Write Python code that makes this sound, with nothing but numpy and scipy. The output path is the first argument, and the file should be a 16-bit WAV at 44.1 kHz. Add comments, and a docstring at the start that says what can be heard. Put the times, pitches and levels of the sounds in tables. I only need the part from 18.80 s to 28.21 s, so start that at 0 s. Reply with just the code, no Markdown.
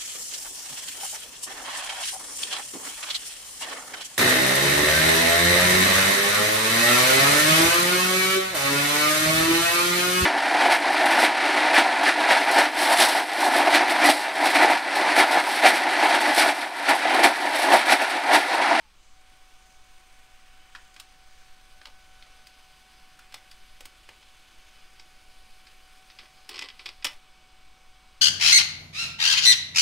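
"""Small laser printer on a workbench

In a quiet room a motor drops onto a steady whine, a fan blows, gears and rollers churn, and the feed
mechanism clicks as a sheet goes through. Near the end a hand folds the plastic tray up: it scrapes,
rattles and snaps shut; the gears sink back, whine and fan run on. The whine is wavering harmonics, the
running noise is coloured hiss, and clicks and knocks are contact bursts that ring the plastic case."""
import sys
import numpy as np
from scipy import signal
from scipy.fft import rfft, irfft, next_fast_len
from scipy.io import wavfile
from scipy.ndimage import uniform_filter1d

SR = 44100
rng = np.random.default_rng(int(sys.argv[2]) if len(sys.argv) > 2 else 0)


def bounce(signal):
    """Save signal as a 16-bit WAV file at the path given by the first command-line argument."""
    frames = np.transpose(np.atleast_2d(signal))
    limited = np.clip(frames, -1, 1)
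    pcm = np.round(limited * 32767).astype(np.int16)
    wavfile.write(sys.argv[1], SR, pcm)


N = 414981
TIME = np.arange(N) / SR

# Stages of the print job: (starts to rise s, starts to fall s, rise time s, fall time s).
MOTOR_ON = (0.11, 9.23, 0.26, 1.6)
GEARS_ON = (0.27, 7.5, 0.25, 0.99)
FEED_ON = (1.45, 8.2, 2.1, 0.28)
SHEET_PULLED = (2.82, 3.7, 0.18, 0.4)
SHEET_DRAGGING = (4.6, 6.05, 0.27, 1.0)


def gain_of(db):
    """Decibels to amplitude."""
    return 10 ** (np.asarray(db) / 20)


def evened(x):
    """Scales to rms 1."""
    return x / np.sqrt(np.mean(x ** 2) + 1e-20)


def read(points, hz):
    """Reads a spectrum table on a log-frequency axis."""
    f, value = np.transpose(points)
    return np.interp(np.log(hz + 0.12), np.log(f), value)


def active(start, stop, rise_s, fall_s):
    """Rises from 0 to 1 after start, holds, and falls back after stop."""
    rise = (TIME - start) / rise_s
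    fall = 1 - (TIME - stop) / fall_s
    return np.clip(np.minimum(rise, fall), 0, 1)


def worked(work_db, rest_db, stage):
    """Level in dB of a part that works during one stage and rests otherwise."""
    return rest_db + (work_db - rest_db) * active(*stage)


def add(mix, s, sound):
    """Mixes a sound in at time s."""
    part = mix[round(s * SR):][:len(sound)]
    part += sound[:len(part)]


def wander(per_s):
    """Random drift of rms 1, straight lines between per_s random points a second."""
    return evened(np.interp(TIME * per_s, np.arange(4096), rng.standard_normal(4096)))


def noise(db_at):
    """Noise whose level in dB per Hz follows a function of frequency."""
    size = next_fast_len(N)
    hz = np.fft.rfftfreq(size, 1 / SR)
    spectrum = rfft(rng.standard_normal(size)) * gain_of(db_at(hz))
    return irfft(spectrum, size)[:N] * np.sqrt(SR / 2)


def coloured(x, db_at, size=2048):
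    """Minimum-phase filter: it only smears forward in time, so attacks stay sharp."""
    log_gain = np.log(gain_of(db_at(abs(np.fft.fftfreq(size, 1 / SR)))))
    taps = np.fft.ifft(np.exp(np.conj(signal.hilbert(log_gain)))).real
    # of the response and its time reversal, keep the one with its energy early
    reversed_taps = np.roll(taps[::-1], 1)
    taps = max(taps, reversed_taps, key=lambda h: np.sum(h[:size // 2] ** 2))
    return signal.oaconvolve(x, taps[:size // 2])[:len(x)]


# Harmonics 1 to 3 of the whine. Each row: base level in dB, change in dB while the gears are on,
# change in dB while the sheet is pulled, change in dB while it drags.
WHINE_HARMONICS = [(-67.5, 1.5, 0.7, -3), (-76.5, 4, 5, 1), (-71, -3.5, 1.5, 1)]


def motor(waver=0.001254, flutter=0.083, overtone_flutter=0.14, mesh_flutter=0.6):
    """Motor harmonics glide from an overshoot to a locked pitch and shift with load; a gear tone joins."""
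    overshoot_hz, lock_hz, settle_s = 950, 750, 0.12
    overshoot_db, overshoot_fade_s = -68.5, 0.089
    motor_off_db = -12  # how much weaker the whine is before the motor drives
    hz = np.interp(TIME, [0, settle_s], [overshoot_hz, lock_hz])
    turn = 2 * np.pi * np.cumsum(hz * (1 + waver * wander(25))) / SR

    whine = gain_of(overshoot_db) * np.exp(-(TIME / overshoot_fade_s) ** 2) * np.sin(turn)
    for k, (db, gears_db, pull_db, drag_db) in enumerate(WHINE_HARMONICS, 1):
        load_db = gears_db * active(*GEARS_ON)
        load_db += pull_db * active(*SHEET_PULLED) + drag_db * active(*SHEET_DRAGGING)
        level = gain_of(db + load_db + motor_off_db * (1 - active(*MOTOR_ON)))
        depth = flutter if k == 1 else overtone_flutter
        whine = whine + level * (1 + depth * wander(30)) * np.sin(k * turn)

    # the high gear tone quietens as the rollers take up the load
    mesh_sag_db = -3.5
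    mesh_level = gain_of(worked(-83, -98, GEARS_ON) + mesh_sag_db * active(*FEED_ON))
    mesh = mesh_level * (1 + mesh_flutter * wander(60)) * np.sin(11.97 * turn)
    return np.sqrt(2) * (whine + mesh)


# Resonances and dips of the housing that colour the running noise.
# Each row: centre in Hz, width in Hz, lift in dB.
HOUSING_MODES = [(355, 24, 3.5), (497, 11, 3.5), (605, 27, 6), (1105, 34, 4), (1234, 44, -1.5),
                 (1534, 71, 1.5), (2300, 140, 2.5), (2523, 36, 4.5), (3004, 44, 6.5), (3420, 39, 6),
                 (4050, 80, 1), (4920, 170, 2), (6130, 51, 6.5), (7900, 45, -1)]


def housed(spectrum):
    """Running noise heard through the resonances of the housing."""
    def db_at(hz):
        lift = sum(db / (1 + (2 * (hz - f) / width) ** 2) for f, width, db in HOUSING_MODES)
        return read(spectrum, hz) + lift
    return noise(db_at)


# Gear churn. Each row: frequency in Hz, density in dB per Hz before housing and level changes.
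GEAR_SPECTRUM = [(100, -112), (500, -106), (900, -103), (1450, -98.5), (2000, -99), (3100, -99.5),
                 (4300, -106), (5400, -106), (6200, -103), (7300, -108), (9000, -105.5), (10500, -113),
                 (15500, -117)]


def gears(chatter_db=1.5):
    """Gear teeth churn as chattering hiss, a little quieter once the rollers take up the load."""
    sag_db = -1.2 * active(*FEED_ON)
    return housed(GEAR_SPECTRUM) * gain_of(worked(0, -10, GEARS_ON) + sag_db + chatter_db * wander(150))


# Feed rollers. Each row: frequency in Hz, density in dB per Hz before housing and level changes.
FEED_SPECTRUM = [(200, -112), (1500, -104), (2400, -99), (3400, -101), (4100, -99.5), (5000, -99),
                 (5800, -112), (7500, -114), (10000, -110), (12000, -114), (15500, -125)]


def feed(drag_db=1.1):
    """Feed rollers make a hiss that swells in slowly and wavers in level."""
    return housed(FEED_SPECTRUM) * gain_of(worked(-0.83, -10.5, FEED_ON) + drag_db * wander(25))


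# Roller brush. Each row: frequency in Hz, density in dB per Hz before housing and swells.
BRUSH_SPECTRUM = [(3000, -135), (5200, -114), (6300, -103), (7400, -103), (8600, -114), (12000, -130)]
# Strength of the brush on successive roller turns. Each entry: gain in dB.
BRUSH_TURNS = [2.5, -1, -9, 0, -1]


def brushing(first_s=0.28, turn_s=0.58, width_s=0.09):
    """A roller brushes once in every turn until the sheet arrives, each time a soft swell of hiss."""
    swells = np.zeros(N)
    for k, db in enumerate(BRUSH_TURNS):
        centre_s = first_s + k * turn_s
        swells += gain_of(db) * np.exp(-((TIME - centre_s) / width_s) ** 2 / 2)
    return housed(BRUSH_SPECTRUM) * swells


# Thin sliding hiss. Each row: frequency in Hz, density in dB per Hz before housing and level.
SLIDE_SPECTRUM = [(5000, -135), (8500, -120), (9800, -108), (10800, -110), (12000, -118), (14300, -117),
                  (15500, -126)]


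def sliding(level_db=-20):
    """A very faint, thin high hiss at a steady level throughout."""
    return housed(SLIDE_SPECTRUM) * gain_of(level_db)


def drifting(x):
    """The colour of a hiss drifts in patches about a kilohertz wide and half a second long."""
    z = signal.stft(x, nperseg=1024)[2]
    patches = uniform_filter1d(rng.standard_normal(z.shape), size=24, axis=0)
    patches = evened(uniform_filter1d(patches, size=40, axis=1))
    return signal.istft(z * gain_of(1.3 * patches), nperseg=1024)[1][:N]


# Fan air. Each row: frequency in Hz, density in dB per Hz before housing and level changes.
FAN_SPECTRUM = [(30, -105), (130, -95), (280, -98), (450, -101.5), (800, -101), (1150, -95), (1950, -101.5),
                (2600, -97), (4000, -100), (5000, -102), (7200, -110), (8300, -105.5), (10000, -115),
                (15500, -120)]


def fan(start_db=-2, rise_db_per_s=0.2133):
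    """Moving air as steady broadband noise that grows slightly louder."""
    return housed(FAN_SPECTRUM) * gain_of(start_db + rise_db_per_s * TIME)


# Modes of the plastic case. Each row: frequency in Hz, bandwidth in Hz, relative level in dB
# (the starting amplitude is also scaled by the bandwidth).
CASE_MODES = [(285, 25, -15), (517, 22, -15), (608, 30, -13), (904, 60, -12), (1040, 30, -13),
              (1300, 35, -11), (2016, 28, -1), (2275, 25, -3), (2445, 40, 0), (2675, 46, -3),
              (2935, 60, -2), (3290, 90, -5), (3458, 45, -2), (3947, 40, -7), (4698, 42, -1),
              (4960, 70, -5), (5060, 35, -4), (5340, 70, -3), (5641, 40, -7), (6710, 47, -13),
              (7710, 80, -15)]


def case_ring():
    """The decaying modes of the case after one blow; each blow meets them in another phase."""
    t = np.arange(SR // 4) / SR
    ring = np.zeros(len(t))
    for hz, width, db in CASE_MODES:
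        decay = np.exp(-np.pi * width * t)
        ring += width * gain_of(db) * decay * np.sin(2 * np.pi * (hz * t + rng.random()))
    return ring


# Colour of a blow on the case. Each row: frequency in Hz, relative level in dB.
BLOW_COLOUR = [(59, -49), (100, -11.5), (166, -28), (287, -12.5), (447, -17.5), (614, -10), (697, -21),
               (791, -7), (1310, -6.5), (1620, -6), (2520, -3), (5170, -4.5), (6260, -13.5), (9340, -17),
               (15500, -28)]


def blows(rows, snap, ring_db, level_db, sharpness=1.73, rise_s=0.00096, rattle_db=-21, rattle_s=0.032):
    """Each blow is a short burst of plastic contacts that rings the case; loose parts rattle after it."""
    out, t = np.zeros(N), np.arange(SR // 4) / SR
    for s, db, bass_db, treble_db, decay_s, own_hz, own_db in rows:
        envelope = np.exp(-t / decay_s) * (1 - np.exp(-t / rise_s))
        contact = evened(rng.standard_normal(len(t)) * envelope)
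        contact += snap * evened(signal.unit_impulse(len(t), SR // 2000))
        bounces = rng.standard_normal(len(t)) * (rng.random(len(t)) < 600 / SR)
        contact += gain_of(rattle_db) * evened(bounces * t * np.exp(-t / rattle_s))
        sound = evened(coloured(contact, lambda hz: read(BLOW_COLOUR, hz)))
        sound = sound + gain_of(ring_db) * evened(case_ring())

        def tone_db(hz):
            # heavy parts add bass, hard contacts treble, and the struck part has its own resonance
            bass = bass_db / (1 + (hz / 900) ** 6)
            treble = treble_db * np.sqrt(hz / 9000) / (1 + (6000 / (hz + 1)) ** 8)
            own = own_db / (1 + (2 * sharpness * (hz / own_hz - 1)) ** 2)
            return bass + treble + own

        sound = coloured(sound, tone_db)
        loudest = np.sqrt(uniform_filter1d(sound ** 2, size=176).max())  # rms of the loudest 4 ms
        add(out, s, gain_of(db + level_db) * sound / loudest)
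    return out


# Clicks of the mechanism, the last one the tray leaving its catch. Each row: start in seconds,
# level in dB before the common lift, bass lift in dB, treble lift in dB near 9 kHz,
# own resonance in Hz, its lift in dB.
MECHANISM_CLICKS = [(1.9497, -39.5, 3, -3, 1450, 18), (1.958, -47, -12, -5, 1250, 14),
                    (2.1417, -55.5, -4, 9, 5800, 10), (2.1632, -47, 2, -2, 1600, 5),
                    (2.1987, -40.5, -14, 6, 2200, 0), (3.0139, -49.5, 5, -6, 1870, 10),
                    (3.0549, -41.5, -7, -4.5, 1130, 7.5), (3.07, -50, 16, -2, 3160, 1),
                    (3.4237, -49.5, 1, -5, 3630, 9), (3.6694, -49, -5, 8, 4800, 4),
                    (4.391, -50.5, -5, 8, 1400, 11), (4.523, -51, 0, 0, 2400, 4),
                    (4.5417, -38, 3.5, 2.5, 526, 5), (4.7128, -48, -2, 6, 4930, 6),
                    (5.0063, -45.5, 3.5, 8, 490, 11), (5.0542, -44, 2, 11, 1240, 8),
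                    (5.2892, -45, 11, 2, 2100, 8.5), (5.4268, -53, 3, -6, 2980, 11),
                    (6.1959, -48, 3, -6, 6730, 13), (6.8682, -52, -7.5, -4, 4030, 5),
                    (7.6913, -37.5, 4, 10.5, 4540, 5.5)]


def mechanism(decay_s=0.004):
    """Levers and catches click, each with its own weight, hardness and pitch."""
    rows = [(s, db, bass_db, treble_db, decay_s, hz, own_db)
            for s, db, bass_db, treble_db, hz, own_db in MECHANISM_CLICKS]
    return blows(rows, snap=0.2, ring_db=-10, level_db=2.5)


# Knocks of the tray as it is grasped and swung, the last three its latch.
# Each row: start in seconds, level in dB before the common lift, contact decay in seconds.
TRAY_KNOCKS = [(7.301, -48.5, 0.011), (7.3878, -42, .019), (7.456, -52.5, .004), (7.7075, -49, 0.006),
               (7.7435, -40.5, 0.0072), (7.759, -40.5, 0.0038), (7.779, -39, 0.0051),
               (7.7916, -30.5, 0.0014), (7.812, -39, 0.0031), (7.8222, -34, 0.0042), (7.886, -39.5, 0.0049),
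               (7.901, -43.5, 0.0026), (7.9933, -42.5, 0.017), (8.058, -36, 0.0044),
               (8.0615, -34.5, 0.0055), (8.0894, -36.5, 0.0023), (8.2243, -45.5, .005),
               (8.2451, -23.5, 0.0073), (8.2515, -25.5, 0.0037), (8.266, -30.5, 0.0086)]


def knocking(reference_db=-31.5, tray_hz=2800, tray_resonance_db=2):
    """The tray knocks against the case, fuller and brighter the harder it hits."""
    rows = []
    for s, db, decay_s in TRAY_KNOCKS:
        harder_db = db - reference_db
        bass_db = -3.3 + 0.61 * harder_db
        treble_db = -0.93 + 0.95 * harder_db
        rows.append((s, db, bass_db, treble_db, decay_s, tray_hz, tray_resonance_db))
    return blows(rows, snap=0.21, ring_db=-0.5, level_db=1.5)


# Colour of the tray scraping in its hinge. Each row: frequency in Hz, relative level in dB.
SCRAPE_COLOUR = [(88, -48), (150, -18), (404, 5), (618, -5), (681, -29), (736, -12), (948, -22), (1040, 9),
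                 (1370, -8), (2410, 5), (4220, 2), (4750, 6), (7000, -27), (7860, -7), (15500, -58)]
# Pushes of the hand that make the hinge scrape.
# Each row: starts to rise in seconds, starts to fall in seconds, scrape level in dB.
HAND_PUSHES = [(7.37, 7.438, -62), (7.685, 7.842, -46), (7.989, 8.0, -54), (8.045, 8.082, -49)]


def hinge(slips_per_s=500, spread_db=4, ring_db=-11, rise_s=0.014, fall_s=0.041):
    """Tiny slips of plastic on plastic as the tray swings; they ring the case too."""
    slips = (rng.random(N) < slips_per_s / SR) * rng.choice([-1, 1], N)
    slips = slips * gain_of(spread_db * np.minimum(rng.exponential(1, N), 3))
    scrape = evened(coloured(slips, lambda hz: read(SCRAPE_COLOUR, hz)))
    ring = evened(signal.oaconvolve(slips, case_ring())[:N])
    pushing = sum(gain_of(db) * active(start, stop, rise_s, fall_s) for start, stop, db in HAND_PUSHES)
    return (scrape + gain_of(ring_db) * ring) * pushing


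# Decay of the room. Each row: frequency in Hz, time to fall by 60 dB in seconds.
ROOM_DECAY = [(150, 0.29), (700, 0.29), (3000, 0.21), (6000, 0.17), (12000, 0.12)]


def room(x, build_s=0.0012):
    """Dense reflections off the crowded bench, each band dying at its own speed."""
    t = np.arange(SR // 2) / SR
    taps = rng.choice([-1., 1.], len(t)) * (rng.random(len(t)) < 4000 / SR)
    taps = taps * (1 - np.exp(-(t / build_s) ** 2))
    hz, frame_s, z = signal.stft(taps, SR, nperseg=256)
    decay = gain_of(-60 * frame_s / read(ROOM_DECAY, hz)[:, None])
    tail = signal.istft(z * decay, SR, nperseg=256)[1]
    return signal.oaconvolve(x, tail / np.linalg.norm(tail))[:N]


# Low-frequency drift. Each row: frequency in Hz, density in dB per Hz before the level wanders.
LOW_DRIFT_SPECTRUM = [(1, -62), (4, -66), (15, -66.5), (30, -81.5), (42, -83.5), (70, -88), (110, -103),
                      (300, -112), (1000, -135)]


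def background(hum_db=-68.5, lumpy_db=2):
    """Low-frequency drift, mostly below hearing and unsteady in level, and a 50 Hz mains hum."""
    low_drift = noise(lambda hz: read(LOW_DRIFT_SPECTRUM, hz)) * gain_of(lumpy_db * wander(2.89))
    return low_drift + np.sqrt(2) * gain_of(hum_db) * np.sin(2 * np.pi * 50 * TIME)


# Filter that leaves mainly treble in the side signal. Each row: frequency in Hz, gain in dB.
SIDE_COLOUR = [(2600, -61), (3600, -55), (4500, -55), (6000, -28), (8000, -13.5), (12000, -2.5),
               (15500, -5)]


def scene():
    """The printer is in the centre; a faint treble hiss widens the stereo image."""
    clicks, tray = mechanism(), knocking() + hinge()
    running = motor() + fan() + drifting(gears() + feed() + brushing() + sliding())
    echoes = room(gain_of(-7.5) * clicks + gain_of(-10) * tray)
    mid = running + background() + clicks + tray + echoes
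    diffuse = room(running + gain_of(-6.5) * (clicks + tray))
    side = coloured(diffuse, lambda hz: read(SIDE_COLOUR, hz))
    return np.array([mid + side, mid - side])


def record(dry):
    """A steep low-pass removes the top of the treble."""
    edge_hz = 15780
    taps = signal.firwin(511, edge_hz, window=("kaiser", 9), fs=SR)
    return signal.oaconvolve(dry, taps[None], "same")


dry = scene()
out = record(dry)
bounce(out)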